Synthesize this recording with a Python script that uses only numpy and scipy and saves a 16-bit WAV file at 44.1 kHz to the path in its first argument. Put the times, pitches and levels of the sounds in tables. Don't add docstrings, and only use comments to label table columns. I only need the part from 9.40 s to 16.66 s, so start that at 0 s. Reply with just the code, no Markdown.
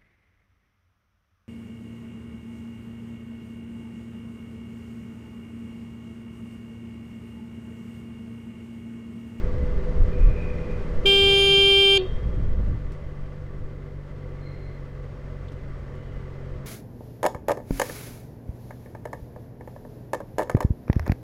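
import sys
import numpy as np
from scipy import signal
from scipy.fft import rfft, irfft, next_fast_len
from scipy.io import wavfile

SR = 44100
rng = np.random.default_rng(int(sys.argv[2]) if len(sys.argv) > 2 else 0)


def nominal_scale(level):
    x = np.asarray(level, float) / 20
    return 10 ** x


def put_to_file(sound):
    columns = np.atleast_2d(sound).T
    safe = np.clip(columns, -1, 1)
    whole_steps = np.round(safe * 32767)
    wavfile.write(sys.argv[1], SR, whole_steps.astype(np.int16))


N = 320166
T = np.arange(N) / SR

# t/s, level/dB
SPEED = [
    (0, -0.5),
    (1.9, 0.3),
    (2.3, -2),
    (3.2, -4.5),
    (3.5, -6),
    (4.2, -8.5),
    (7.26, -8),
]
HORN_ON, HORN_OFF = 1.648, 2.58


def evened(x):
    return x / np.sqrt(np.mean(x ** 2) + 1e-20)


def curves(rows):
    s, *columns = np.transpose(rows)
    return [np.interp(T, s, c) for c in columns]


def coloured(points):
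    size = next_fast_len(N)
    f, db = np.transpose(points)
    hz = np.fft.rfftfreq(size, 1 / SR)
    shape = nominal_scale(np.interp(np.log(hz + 1), np.log(f + 1), db))
    spectrum = rfft(rng.standard_normal(size)) * shape
    return evened(irfft(spectrum, size)[:N])


def drift(hz):
    return coloured([(0, 0), (hz, 0), (2 * hz, -40), (4 * hz, -120)])


def resonate(x, hz, width):
    return signal.lfilter(*signal.iirpeak(hz, hz / width, SR), x)


def ringing(x, hz, width):
    return evened(resonate(resonate(x, hz, width), hz, width))


def traffic_db():
    own = nominal_scale(-53 + curves(SPEED)[0])
    crossing_s, span_s = 6.51, 2.07
    car = nominal_scale(-63) * np.exp(-((T - crossing_s) / span_s) ** 2)
    return 10 * np.log10(own ** 2 + car ** 2)


def engine():
    # t/s, f/Hz, level/dB
    running = [(0, 83.39, -4), (.3, 81.88, 0), (1.1, 82.13, -2.5), (1.5, 80.8, -3), (1.8, 79.8, -0.5),
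               (2.05, 76.5, -1), (2.3, 68.5, -9.5), (2.6, 60, -2.5), (3.0, 52.75, -3.5), (3.45, 48.83, -11),
               (4.1, 47.66, -9), (4.55, 47.26, -9.5), (4.68, 48.36, -11), (4.9, 46.74, -8.5),
               (5.8, 45.54, -11), (6.7, 45.17, -9), (7.26, 45.15, -8)]
    # multiple, pulling level/dB, coasting level/dB, idle level/dB
    order_levels = [(.5, -22, -14, -9), (1, -1, 0, 5), (1.5, -12, -12, -14), (2, 2, 0, 3),
                    (2.62, -6, -20, -22), (3, -15, -12, 6), (4, -18, -14, -11), (4.6, -12, -24, -24),
                    (5, -6, -20, -15), (6, 0, -20, -14), (7, -20, -24, -20)]
    # f/Hz, width/Hz, level/dB
    cavities = [(385, 30, -1), (420, 30, -5), (500, 26, 1), (560, 90, -6), (620, 50, -11)]
    # f/Hz, width/Hz, level over the hiss band/dB
    fairing = [(1150, 60, -1), (1800, 110, -5), (2020, 130, -1), (3150, 300, -14), (4540, 120, -22),
               (5500, 40, -24), (6650, 100, -30)]
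    hz, load_db = curves(running)
    turns = np.cumsum(hz * (1 + .004 * drift(3))) / SR

    orders = 0
    for k, pull_db, coast_db, idle_db in order_levels:
        waver_db = np.interp(hz, [50, 60], [.9, 1.7]) * drift(8)
        state_db = np.interp(hz, [49.5, 53, 72, 79], [idle_db, coast_db, coast_db, pull_db])
        level_db = -40.5 + 0.68 * load_db + state_db + waver_db
        orders = orders + nominal_scale(level_db) * np.sqrt(2) * np.cos(2 * np.pi * k * turns)

    uneven = nominal_scale(2.3 * rng.standard_normal(1000))[turns.astype(int)]
    puff_envelope = .45 + uneven * np.exp(-(turns % 1) / .3)
    puffs = puff_envelope * rng.standard_normal(N)
    casing = sum(nominal_scale(db) * ringing(puffs, f, w) for f, w, db in cavities)
    panels = sum(nominal_scale(db + 0.33 * drift(1.5)) * ringing(puffs, f, w) for f, w, db in fairing)
    return orders + nominal_scale(load_db - 40.5) * evened(casing) + nominal_scale(traffic_db() - 3) * panels


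def road():
    # f/Hz, level/dB per Hz
    spectrum = [(30, -3.5), (60, -4.5), (150, -14), (330, -20), (600, -21), (680, -30), (1250, -30.5),
                (1550, -32.5), (2100, -38), (2300, -39.5), (3500, -47), (5000, -51), (8000, -60),
                (16000, -80.5)]
    hiss = coloured(spectrum)
    band = signal.butter(3, [850, 1120], "band", fs=SR, output="sos")
    hiss /= np.std(signal.sosfilt(band, hiss))
    return nominal_scale(traffic_db() - 1.5 + .6 * drift(20)) * hiss


def gusts():
    # t/s, length/s, strength level/dB, sharpness level/dB
    blows = [(0.073, 0.066, -23, -3), (0.235, 0.085, -26.5, 4), (0.368, 0.051, -23.5, -3),
             (0.484, 0.023, -16, -16), (0.628, 0.071, -15.5, -5), (.76, .05, -22.5, -2.5),
             (0.876, 0.055, -10.5, -10.5), (1.04, 0.089, -34.5, 5.5), (1.304, 0.2, -35.5, -3),
             (1.566, 0.067, -21, -18), (1.672, 0.036, -42, 8.5), (1.87, .07, -35, 0),
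             (2.195, 0.073, -39.5, 11), (2.738, .07, -22, -6.5), (2.87, 0.038, -31.5, 11),
             (2.99, 0.064, -23.5, 1.5), (3.106, 0.067, -22.5, -1.5), (3.192, 0.046, -32.5, 11.5),
             (3.316, 0.072, -24.5, 3.5), (3.476, 0.062, -28, -4.5), (3.64, .05, -36.5, 0),
             (3.82, .04, -34, -15), (4.04, .3, -43.5, 3), (4.23, 0.087, -34.5, -2.5),
             (6.27, 0.083, -38.5, 3), (6.744, 0.052, -39.5, 0), (7.17, 0.054, -38.5, 1)]
    lull = nominal_scale(-37.5 + 2.5 * curves(SPEED)[0])
    rumble, buffet, roar = lull, nominal_scale(-4.0) * lull, nominal_scale(9.0) * lull
    for s, length, db, sharp_db in blows:
        bell = np.exp(-((T - s) / length) ** 2)
        rumble = rumble + nominal_scale(db) * bell
        buffet = buffet + nominal_scale(db + sharp_db) * bell
        roar = roar + nominal_scale(db + 1.6 * sharp_db) * bell
    return rumble, nominal_scale(-3.5) * buffet, nominal_scale(-26) * roar


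def wind():
    # f/Hz, level/dB per Hz
    rumble_spectrum = [(8, 13.5), (20, 15), (35, 10.5), (60, -11), (110, -31.5), (200, -49.5), (800, -120)]
    buffet_spectrum = [(25, -21.5), (50, 5.5), (110, -4.5), (170, -14), (400, -46.5), (1200, -120)]
    roar_spectrum = [(80, -23), (150, -0.5), (250, 0), (350, -17), (600, -19), (1200, -65.5), (4000, -120)]
    low, mid, high = gusts()
    rumble = evened(np.tanh(0.5 * coloured(rumble_spectrum)))
    buffet = evened(np.tanh(1.0 * coloured(buffet_spectrum)))
    roar = evened(coloured(roar_spectrum) * nominal_scale(3.2 * drift(25)))
    return low * rumble + mid * buffet + high * roar


def electronics():
    return nominal_scale(-79) * rng.standard_normal(N)


def squeals():
    # start t/s, end t/s, f/Hz, width/Hz, level/dB
    whistles = [
        (.68, 1.45, 2430, 190, -53),
        (5.01, 5.39, 4170, 140, -66),
        (4.95, 5.42, 2100, 160, -59),
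        (6.5, 6.9, 2950, 300, -70),
    ]
    out = np.zeros(N)
    for start, end, hz, width, db in whistles:
        swell = np.sin(np.pi * np.clip((T - start) / (end - start), 0, 1)) ** .4
        out += nominal_scale(db + 2.0 * drift(5.8)) * swell * ringing(rng.standard_normal(N), hz, width)
    return out


def horn_harmonics(turns, swing, hammer):
    # multiple, level/dB
    lower = [(1, -3), (2, -21), (3, -27), (4, -24), (5, -35), (6, -8), (7, -12), (8, 0), (9, -16),
             (10, -26), (11, -27), (12, -23), (13, -25)]
    # multiple, level/dB
    outline = [(14, -42), (19, -39), (28, -45), (31, -58), (34, -43), (39, -52)]
    rim = {16: 2, 17: 11, 18: -4, 19: 2, 21: -4, 26: 11, 28: 3, 29: -2}
    # t/s, level/dB
    strike = [
        (1.67, -17),
        (1.71, -17),
        (1.79, -19),
        (2.0, -20),
        (2.06, -20),
        (2.13, -17.5),
        (2.53, -17.5),
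        (2.57, -20),
    ]
    low_db = -21.5
    disc_db, = curves(strike)
    bright_db = -2.5 - 1.43 * (disc_db + 17.5)
    upper = [(k, np.interp(k, *np.transpose(outline)) + rim.get(k, 0)) for k in range(14, 40)]

    out = swing * nominal_scale(low_db) * np.cos(2 * np.pi * turns)
    for k, db in lower[1:] + upper:
        db = db + low_db - lower[0][1] + .7 * drift(5)
        if k > 13:
            db = db + 2.6 * drift(3) + 1.6 * drift(50)
        if k in (5, 16, 17, 18):
            db = db + bright_db
        if k == 8:
            db = disc_db
        out += hammer * nominal_scale(db) * np.cos(2 * np.pi * (k * turns - .18 * k * k))
    return out


def loose_diaphragm(hz, released):
    free_db = -23 - 1996.5 * (T - HORN_OFF) ** 2
    phase = 2 * np.pi * np.cumsum(np.where(T < HORN_OFF, hz, 373)) / SR
    tone = np.cos(phase) + .06 * np.cos(2 * phase) + .03 * np.cos(3 * phase)
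    return released * nominal_scale(free_db) * tone


def tone_disc(hammer, released):
    # f/Hz, width/Hz, rattle level/dB, ring-out level/dB, t60/s
    modes = [(2440, 80, -57, -63, .3), (2680, 70, -53, -60, .35), (2840, 80, -55, -60, .3),
             (3090, 70, -47, -58, .2), (3245, 80, -44, -56, 1.5), (3490, 80, -51, -58, .2),
             (3670, 60, -46, -60, .9), (4100, 80, -60, -63, .15), (4474, 80, -58, -62, .35)]
    since_off = np.abs(T - HORN_OFF)
    out = np.zeros(N)
    for f, width, rattle_db, ring_db, t60 in modes:
        mode = ringing(rng.standard_normal(N), f, width)
        decay = nominal_scale(ring_db - 60 * since_off / t60) * (1 + 4 * nominal_scale(-60 * since_off / .3))
        split_pair = np.cos(2 * np.pi * f * T) + .4 * np.cos(2 * np.pi * (f + 42) * T)
        out += hammer * nominal_scale(rattle_db) * mode + released * decay * (.6 * mode + split_pair)
    return out


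def horn_contact(held, hammer):
    buzz = coloured([(1500, -59), (2200, -19), (3000, -6), (5000, -19), (9500, -24),
                     (12200, -40), (13800, -31), (16000, -36)])
    first_db = 14 * np.exp(-held / .03)
    settling_db = -46 - 11 * held + first_db + 1.5 * drift(15)
    last_blow = nominal_scale(-34 - 60 * np.abs(T - HORN_OFF + .004) / .04) * ringing(buzz, 4200, 2500)
    return nominal_scale(settling_db) * hammer * buzz + last_blow


def house_fronts(near):
    lag = T[:SR // 2]
    fronts = rng.standard_normal(len(lag)) * nominal_scale(-60 * lag / 0.73) * (lag > .03)
    return nominal_scale(-33) * signal.fftconvolve(near, fronts / np.linalg.norm(fronts))[:N]


def horn():
    held = np.clip(T - HORN_ON, 0, 1)
    hz = 395.25 - 1.35 * held
    shake = .0008 * evened(resonate(rng.standard_normal(N), 55, 25))
    turns = np.cumsum(hz) / SR + shake
    fall = np.clip((HORN_OFF - T) / 0.0038, 0, 1)
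    released = 1 - fall
    swing = np.clip((T - HORN_ON) / .006, 0, 1) * fall
    hammer = np.clip((T - HORN_ON - .007) / 0.0054, 0, 1) * fall
    tones = horn_harmonics(turns, swing, hammer) + loose_diaphragm(hz, released)
    tones += tone_disc(hammer, released)
    near = np.sqrt(2) * tones + horn_contact(held, hammer)
    return near + house_fronts(near)


def clicks():
    # t/s, peak level/dB, centre f/Hz, width/Hz, t60/s
    taps = [
        (3.519, -58, 4500, 6000, .11),
        (3.93, -69, 4000, 5000, .07),
        (6.026, -50, 700, 500, .06),
        (6.084, -56, 3500, 1200, .08),
        (6.085, -70, 7400, 1500, .05),
        (6.12, -59, 3500, 6000, .07),
        (6.552, -69, 7000, 6000, .06),
    ]
    out = np.zeros(N)
    for s, db, hz, width, t60 in taps:
        burst = ringing(rng.standard_normal(N), hz, width)
        out += burst * nominal_scale(db - 60 * np.abs(T - s) / t60) * (T > s)
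    return out


def scene():
    return (engine() + road() + wind() + electronics() + squeals() + horn() + clicks())[None]


def band_limit(x):
    return signal.sosfilt(signal.butter(12, 15640, fs=SR, output="sos"), x)


def record(dry):
    return band_limit(dry)


dry = scene()
out = record(dry)
put_to_file(out)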